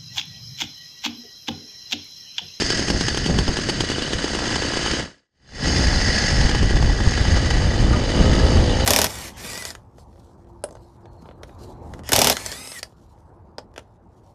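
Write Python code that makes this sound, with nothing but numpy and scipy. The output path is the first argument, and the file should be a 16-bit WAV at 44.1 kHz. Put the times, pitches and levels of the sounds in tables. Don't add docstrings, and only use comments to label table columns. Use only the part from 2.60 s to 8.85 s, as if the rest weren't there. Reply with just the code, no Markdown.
import sys
import numpy as np
from scipy import signal
from scipy.fft import rfft, irfft
from scipy.io import wavfile
from scipy.ndimage import uniform_filter1d

SR = 44100
rng = np.random.default_rng(int(sys.argv[2]) if len(sys.argv) > 2 else 0)


def boost_factor(decibels):
    exponent = np.asarray(decibels, float) / 20
    return 10 ** exponent


def dump(signal):
    limited = np.clip(np.atleast_2d(signal).T, -1, 1)
    pcm = np.round(limited * 32767).astype(np.int16)
    wavfile.write(sys.argv[1], SR, pcm)


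N = 275625
TIME = np.arange(N) / SR
RIDING = TIME > 2.71

# t/s, fin rattle level/dB, crankcase rattle level/dB, front exhaust level/dB,
# rear exhaust level/dB, head turned away/0-1
ENGINE = [(0, -27.5, -40, -45.5, -45, 0.01), (.3, -29.5, -43.5, -48.5, -39.5, 0),
          (.6, -33, -42, -48, -60, 0.2), (1.5, -34, -35.5, -43.5, -35, 0.86),
          (1.85, -31, -34, -32, -35, 0.52), (2.3, -30, -31, -36, -35, 0.74),
          (2.7, -30.5, -30, -32, -27.5, 0.5), (2.72, -25.5, -27.5, -31, -35, 0.6),
          (3.25, -27, -36, -31.5, -49.5, 0.12), (3.68, -24, -32, -33.5, -32.5, 0.05),
          (3.9, -31.5, -30, -32, -40.5, 0.67), (4.2, -34, -35.5, -38.5, -59.5, 0.44),
          (4.7, -31, -29, -36, -34, 0.75), (5.1, -34, -30.5, -33.5, -33.5, .8),
          (5.42, -35.5, -33.5, -32.5, -29.5, 0.97), (5.58, -31, -30.5, -43, -26.5, 1),
          (5.82, -31.5, -33, -46, -26, 0.73), (6.05, -32.5, -36.5, -34.5, -27, 1),
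          (6.25, -31, -32, -27, -27, 1)]
# t/s, f/Hz
FRONT_RATE = [(0, 55.3), (1.6, 55.3), (1.9, 57.2), (2.7, 55.5), (2.72, 66), (3.1, 66), (3.4, 67.6),
              (3.55, 67.6), (3.65, 69.2), (3.85, 69.5), (4.45, 68.5), (4.8, 67.3), (4.94, 65), (5.15, 68.5),
              (5.4, 67), (6.25, 62)]
# t/s, f/Hz
REAR_RATE = [(0, 33), (1.6, 35), (2.7, 34), (2.72, 51), (4.6, 50), (5, 45), (5.35, 46.4), (5.46, 48.5),
             (5.55, 55.2), (5.6, 57.6), (5.85, 58.8), (6, 57), (6.1, 54.8), (6.16, 56), (6.25, 61)]
# t/s, stumble/0 smooth - 1 lumpy idle
STUMBLE = [(0, 1), (1.5, 1), (1.75, .12), (2.7, .12), (2.72, 0), (3.7, 0), (3.85, .2), (5.3, .25),
           (5.55, .08), (6.25, .08)]
# t/s, push level/dB, crack and spit level before their weights/dB,
# pipe ring level/dB
POPS = [(0.021, -7, -22.5, -25), (0.104, -7.5, -21, -30), (0.133, -13, -50.5, -36),
        (0.194, -7.5, -25.5, -60), (0.223, -12, -41, -47), (0.284, -12, -23, -25), (0.3022, -7, -19, -22),
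        (0.41, -9.5, -18, -21), (0.484, -10.5, -19, -21), (0.546, -11, -25, -28),
        (0.574, -11.5, -18.5, -21), (0.662, -10, -20, -22), (0.698, -9, -30, -30), (0.788, -11, -16.5, -20),
        (0.88, -10, -25, -21), (0.97, -11, -19, -21), (0.989, -10, -29, -43), (1.089, -9, -23, -34),
        (1.097, -10, -17.5, -20), (1.207, -9.5, -16, -20), (1.238, -10, -35, -42), (1.3, -10.5, -25, -36),
        (1.317, -12, -24, -40), (1.383, -9, -31.5, -33), (1.422, -13, -25, -40), (1.533, -10, -19.5, -40),
        (1.643, -6, -25.5, -45), (1.75, -11, -24.5, -28), (1.79, -24, -38.5, -21), (1.825, -17, -45, -26),
        (1.835, -17, -46.5, -25), (1.871, -13.5, -44, -32), (1.914, -31, -43.5, -22), (1.96, -12, -35, -18),
        (2.022, -11.5, -28.5, -27), (2.048, -21, -38, -24), (2.136, -12, -42, -26), (2.171, -7, -28, -33),
        (2.213, -19, -42, -34), (2.262, -11.5, -28.5, -21), (2.335, -12.5, -41, -31), (3.71, -10, -37, -31),
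        (3.813, -18, -30.5, -21), (3.893, -9.5, -23, -16), (3.949, -11, -22.5, -15.5),
        (4.029, -10, -29.5, -25), (4.108, -8.5, -26.5, -27), (4.137, -10, -51.5, -35),
        (4.167, -16, -36, -21), (4.226, -13, -25, -14), (4.276, -12, -43, -28), (4.297, -19, -40, -18),
        (4.403, -12, -30.5, -21), (4.519, -16, -35, -21), (4.577, -9, -30.5, -22), (4.652, -25, -33, -15),
        (4.773, -11, -40, -18), (4.908, -30, -25, -15), (4.969, -18, -33, -22), (5.021, -15, -40, -21),
        (5.078, -30, -47, -28), (5.139, -10.5, -39, -28), (5.795, -13, -42, -28), (5.863, -5, -37.5, -30)]
# mean f/Hz, width/Hz
METAL_MODES = [(1240, 120), (1500, 140), (1682, 55), (1945, 75), (2280, 140), (2983, 85), (3230, 80),
               (3520, 70), (3900, 70), (4120, 40), (4555, 60), (4840, 80), (5055, 80), (5295, 55),
               (5970, 65), (6187, 52), (6445, 90), (8820, 70), (9640, 150)]
# level facing it/dB, level turned away/dB,
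# share beating with the crank/0-1
MODE_HEARD = [(-13.5, -6.5, 0.78), (-7, -12, 0.75), (7, -4, 0.5), (8.5, -6.5, 0.33), (-38.5, -6.5, 1),
              (-7, 6, 0.7), (-24.5, -5, 0.4), (-7.5, 0, 0.85), (-13.5, 0.5, 0.25), (-3, 0, 0.6),
              (3.5, 4, 0.2), (3, 1, 0), (1, -3, 0.2), (4, -4.5, 0), (-5, -22.5, 0.6), (-23.5, -27.5, 0.6),
              (0, -0.5, 0.31), (-16.5, -9, 0.6), (-23, -21, 0.5)]
# f/Hz, relative spectral level/dB per Hz
HISS_RIDING = [(290, -25), (500, -8), (827, -7.5), (1000, -15.5), (1350, -6.5), (1940, 2.5), (2230, -9.5),
               (2930, -5), (3740, -14.5), (4960, -4.5), (5720, -10), (6590, -9), (8310, -18.5),
               (8980, -17.5), (10900, -65), (14200, -75), (22000, -120)]
# f/Hz, relative spectral level/dB per Hz
HISS_STANDING = [(290, -9.5), (500, -19), (827, -20), (1100, -11.5), (1700, -1), (2330, -10.5),
                 (2930, -4.5), (3740, -13), (4960, -10), (6590, -11.5), (8310, -16.5), (9600, -25),
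                 (10900, -54), (14200, -66), (22000, -120)]
PIPE_MODES = [(227, 89, 5.5, 5, -3.5), (321, 88, 9.5, -15, 0), (405, 73, -12.5, -16, -3.5),
              (501.5, 79, -8.5, 4, 2.5), (660, 134, 1, -4, -7), (821, 89, -20, 4.5, -10.5),
              (885, 55, -23, -22.5, -5), (968, 190, 0.5, -6, -18), (1420, 250, -4.5, -24, -23)]
# start t/s, end t/s, swell t/s, lowest f/Hz, highest f/Hz
HOWL = (5.53, 6.03, .03, 1130, 1290)
# t/s, thump level/dB, ring level/dB, ring pitch factor, ring length factor
JOLTS = [(5.329, -8, 1.5, 1, 1), (5.357, -9, -1, .8, .4)]
# f/Hz, level relative to the jolt's ring/dB, t60/s
LOOSE_PART = [(1227, -21, .14), (1330, -25, .06), (1420, -19, .05)]
# t/s, rumble level/dB, flutter level/dB, buffet level/dB
WIND = [(0, -38, -29.5, -41), (.6, -33, -30, -42), (.72, -32, -23, -35), (.83, -37, -29.5, -30.5),
        (.95, -34, -29, -43.5), (1.45, -39, -34.5, -39.5), (2.7, -42, -31, -38), (2.72, -37, -21, -23),
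        (3.02, -24.5, -25, -26.5), (3.2, -32, -22, -20.5), (3.3, -24.5, -34, -23.5),
        (3.5, -26.5, -27.5, -25.5), (3.56, -33, -25.5, -27), (3.72, -25.5, -29, -37),
        (4.2, -18.5, -26, -32.5), (4.5, -23, -27, -31.5), (5, -21.5, -28.5, -27.5),
        (5.36, -21.5, -23, -29.5), (5.47, -24.5, -27, -29.5), (5.65, -20, -20.5, -31),
        (5.9, -24.5, -23, -27.5), (6.03, -21, -24, -26), (6.12, -20.5, -24, -30), (6.25, -20, -31, -25.5)]
# middle t/s, length t/s, rise above the mean wind level/dB
GUSTS = [(0.339, 0.098, 10.5), (0.783, 0.09, 9.5), (0.89, 0.012, 20), (1.1, 0.029, 0), (1.22, 0.024, 4),
         (1.558, 0.035, 8), (1.782, 0.073, 4), (2.057, 0.047, 5), (2.18, 0.042, -1), (2.312, 0.05, 6),
         (3.257, 0.04, 5), (3.345, 0.13, 6), (3.485, 0.048, 8.5), (3.773, 0.18, 7), (3.851, 0.013, 11.5),
         (3.959, 0.025, 10.5), (4.04, 0.056, 5.5), (4.157, 0.023, 11.5), (4.245, 0.053, 6), (4.3, 0.024, 9),
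         (4.473, 0.023, 14.5), (4.615, 0.0067, 18.5), (4.684, 0.011, 8), (4.745, 0.077, 7.5),
         (4.95, 0.1, 4.5), (5.06, 0.069, 4.5), (5.226, 0.081, 7.5), (5.317, 0.068, 6.5), (5.37, 0.024, 3.5),
         (5.606, 0.013, 8), (5.73, 0.15, 5.5), (5.846, 0.085, 9), (5.977, 0.12, 9), (6.036, 0.019, 1.5)]
# f/Hz, relative spectral level/dB per Hz
RUMBLE_SPECTRUM = [(15, -11), (40, 0.5), (70, -3), (130, -9.5), (200, -32), (300, -78)]
# f/Hz, relative spectral level/dB per Hz
FLUTTER_SPECTRUM = [(70, -13.5), (130, -6.5), (220, -8.5), (320, -14), (600, -22), (1200, -34), (2500, -67)]
# t/s, level/dB
FADE = [(2.4, 1.5), (2.7, -60), (2.72, -58), (3.05, 0)]


def evened(x):
    return x / np.sqrt(np.mean(x ** 2) + 1e-20)


def curves(rows):
    t, *columns = np.transpose(rows)
    return [np.interp(TIME, t, column) for column in columns]


def coloured(spectrum):
    f, db = np.transpose(spectrum)
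    hz = np.fft.rfftfreq(N, 1 / SR)
    weight_db = np.interp(np.log(hz + 1), np.log(f + 1), db)
    return evened(irfft(rfft(rng.standard_normal(N)) * boost_factor(weight_db), N))


def wander(hz):
    points = rng.standard_normal(800)
    return np.interp(TIME * hz, np.arange(800), points) * np.sqrt(1.5)


def resonate(x, hz, width):
    r = np.exp(-np.pi * width / SR)
    if np.ndim(hz) == 0:
        pole = r * np.exp(2j * np.pi * hz / SR)
        return 2 * signal.lfilter([1 - r], [1, -pole], x).real
    turn = np.exp(2j * np.pi * np.cumsum(hz) / SR)
    return 2 * (turn * signal.lfilter([1 - r], [1, -r], x / turn)).real


def crank(hz, waver):
    return np.cumsum(hz * (1 + waver * wander(30))) / SR


def beat(turns, fall, spread_db):
    strength = boost_factor(spread_db * rng.standard_normal(600))
    return evened(strength[turns.astype(int)] * np.exp(-(turns % 1) / fall))


def pops():
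    length = 2000
    t = np.arange(length) / SR
    out, knocks = np.zeros(N + length), np.zeros(N + length)
    rise = 1 - np.exp(-t / .0003)
    for s, push_db, crack_db, ring_db in POPS:
        a, b = rng.uniform(-1, 1, 2)
        push = np.cos(2 * np.pi * 330 * (1 + 0.15 * a) * t - .6) * np.exp(-t / 0.0017)
        ring = np.sin(2 * np.pi * 835 * (1 + 0.02 * b) * t) * np.exp(-t / 0.003)
        crack = np.sin(2 * np.pi * 3060 * (1 + 0.03 * b) * t) * np.exp(-t / 0.001)
        spit_fall = 0.55 * np.exp(-t / 0.00087) + 0.4 * np.exp(-t / 0.008)
        spit = np.diff(rng.standard_normal(length + 1)) * spit_fall
        sharp = boost_factor(crack_db) * (2.44 * crack + .45 * spit)
        at = round(s * SR)
        out[at:at + length] += rise * (boost_factor(push_db) * push + boost_factor(ring_db) * ring + sharp)
        knocks[at:at + length] += boost_factor(crack_db + 20.5) * np.exp(-t / 0.0045)
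        before = knocks[max(at - 400, 0):at][::-1]
        before += boost_factor(crack_db + 18) * np.exp(-t[:len(before)] / .003)
    lag = round(0.00277 * SR)
    out[lag:] += 0.22 * out[:-lag].copy()
    return out[:N], knocks[:N]


def ticks():
    per_s, decay_s, share = 150, 0.0031, 0.23
    hits = (rng.random(N) * SR < per_s) * rng.exponential(1, N)
    return share * evened(signal.lfilter([1], [1, -np.exp(-1 / (decay_s * SR))], hits))


def rattle(front, rear, knocks):
    fins_db, case_db, front_db, rear_db, turned = curves(ENGINE)
    turned = np.clip(turned, 0, 1)
    lead = 1 / (1 + boost_factor(2 * (rear_db - front_db)))
    split_hz, drift, strike = 2500, .002, .85
    case, fins = np.zeros(N), np.zeros(N)
    grit = ticks()
    for (hz, width), (near_db, away_db, share) in zip(METAL_MODES, MODE_HEARD):
        share, late = np.clip(share, 0, 1), rng.random()
        front_slap = beat(front + late, fall=0.12, spread_db=2.2)
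        rear_slap = beat(rear + late, fall=0.22, spread_db=2.2)
        slap = lead * front_slap + (1 - lead) * rear_slap
        envelope = share * slap + 1 - share + grit + 1.5 * knocks * (hz > split_hz)
        drive = rng.standard_normal(N) * envelope
        drive += strike * share * evened(np.maximum(np.diff(slap, prepend=0), 0))
        ring = resonate(drive, hz * (1 + drift * wander(4)), width)
        ring = evened(ring) * np.sqrt(width / 60)
        side = case if hz < split_hz else fins
        side += ring * boost_factor(near_db + (away_db - near_db) * turned + 0.87 * wander(25))
    metal = boost_factor(case_db) * evened(case) + boost_factor(fins_db) * evened(fins)
    hiss_db = .3 * case_db + 0.7 * fins_db - 1.5
    return boost_factor(0.28 * wander(14)) * (metal + boost_factor(hiss_db) * hiss(front, rear, lead, grit, knocks))


def hiss(front, rear, lead, grit, knocks):
    breath = lead * beat(front, fall=.3, spread_db=3) + (1 - lead) * beat(rear, fall=.3, spread_db=3)
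    noise = np.where(RIDING, coloured(HISS_RIDING), coloured(HISS_STANDING))
    return noise * (0.72 + 0.36 * breath + 1.3 * grit + 3.0 * knocks)


def exhaust_drive(turns, limp_db, wave_return, roar):
    stumble = curves(STUMBLE)[0]
    spread_db = .8 + (4 - .8) * stumble
    gas = .12 + (.5 - .12) * stumble
    count = turns.astype(int)
    strength_db = spread_db * rng.standard_normal(600)[count] + limp_db * (-1.) ** count
    returning = np.diff((turns + .55).astype(int), prepend=0)
    firings = np.diff(count, prepend=0) + wave_return * returning
    puffs = rng.standard_normal(N) * beat(turns, fall=1.0, spread_db=1.5)
    return evened(firings * boost_factor(strength_db)) + (gas + roar) * puffs


def pipe(drive, levels_db):
    out = np.zeros(N)
    for k, ((hz, width, *_), level_db) in enumerate(zip(PIPE_MODES, levels_db)):
        out += (-1) ** k * boost_factor(level_db) * resonate(resonate(drive, hz, width), hz, 3 * width)
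    return evened(out)


def exhaust(front, rear):
    front_db, rear_db = curves(ENGINE)[2:4]
    front_modes_db = [np.where(RIDING, moving, standing) for _, _, standing, moving, _ in PIPE_MODES]
    rear_modes_db = [row[4] for row in PIPE_MODES]
    front_drive = exhaust_drive(front, limp_db=0, wave_return=.2, roar=0)
    rear_drive = exhaust_drive(rear, limp_db=1, wave_return=.28, roar=.14)
    front_pipe = boost_factor(front_db) * pipe(front_drive, front_modes_db)
    rear_pipe = boost_factor(rear_db) * pipe(rear_drive, rear_modes_db)
    return front_pipe + rear_pipe + howl(rear_drive)


def howl(drive):
    start, end, swell, low_hz, high_hz = HOWL
    on = np.clip(np.minimum(TIME - start, end - TIME) / swell, 0, 1)
    progress = np.clip((TIME - start) / (end - start), 0, 1)
    hz = low_hz + (high_hz - low_hz) * np.sqrt(np.abs(np.sin(np.pi * progress)))
    return boost_factor(-40.5) * on * evened(resonate(resonate(drive, hz, 190), hz, 170))


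def jolts():
    out = np.zeros(N)
    for s, thump_db, ring_db, pitch, length in JOLTS:
        u = (TIME - s) / 0.0012
        t = np.maximum(TIME - s, 0)
        out -= boost_factor(thump_db) * (1 - u ** 2 / 2) * np.exp(-u ** 2 / 2)
        for hz, db, t60 in LOOSE_PART:
            decay = boost_factor(ring_db + db - 60 * t / (t60 * length))
            out += (1 - np.exp(-t / 0.0052)) * decay * np.sin(2 * np.pi * hz * pitch * t)
    return out


def wind():
    rumble_db, flutter_db, buffet_db = curves(WIND)
    gust_db = sum(rise_db * np.exp(-((TIME - s) / (length / 2)) ** 2) for s, length, rise_db in GUSTS)
    lumps_db = wander(30)
    eddies = coloured(RUMBLE_SPECTRUM)
    swell = np.sqrt(uniform_filter1d(eddies ** 2, size=2600))
    rumble = evened(eddies / swell ** .9 * boost_factor(0.71 * lumps_db))
    flutter = evened(coloured(FLUTTER_SPECTRUM) * boost_factor(1.6 * lumps_db + 0.9 * wander(70)))
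    shed = resonate(rng.standard_normal(N), 68.4 * (1 + 0.046 * wander(9.6)), width=18.6)
    buffet = evened(shed / np.sqrt(uniform_filter1d(shed ** 2, size=2600)) ** 0.87)
    out = boost_factor(rumble_db + gust_db) * rumble + boost_factor(buffet_db + gust_db) * buffet
    return out + boost_factor(flutter_db + 0.35 * gust_db) * flutter


def scene():
    front = crank(curves(FRONT_RATE)[0], waver=.005)
    rear = crank(curves(REAR_RATE)[0], waver=.007)
    bangs, knocks = pops()
    return (bangs + rattle(front, rear, knocks) + exhaust(front, rear) + jolts() + wind())[None]


def low_pass(x):
    return signal.sosfilt(signal.butter(12, 14300, fs=SR, output="sos"), x)


def record(dry):
    dulled = signal.sosfilt(signal.butter(N=2, Wn=9000, fs=SR, output="sos"), dry)
    ended = signal.sosfilt(signal.butter(N=8, Wn=11100, fs=SR, output="sos"), dulled)
    faded = ended * boost_factor(curves(FADE)[0])
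    return low_pass(faded)


dry = scene()
out = record(dry)
dump(out)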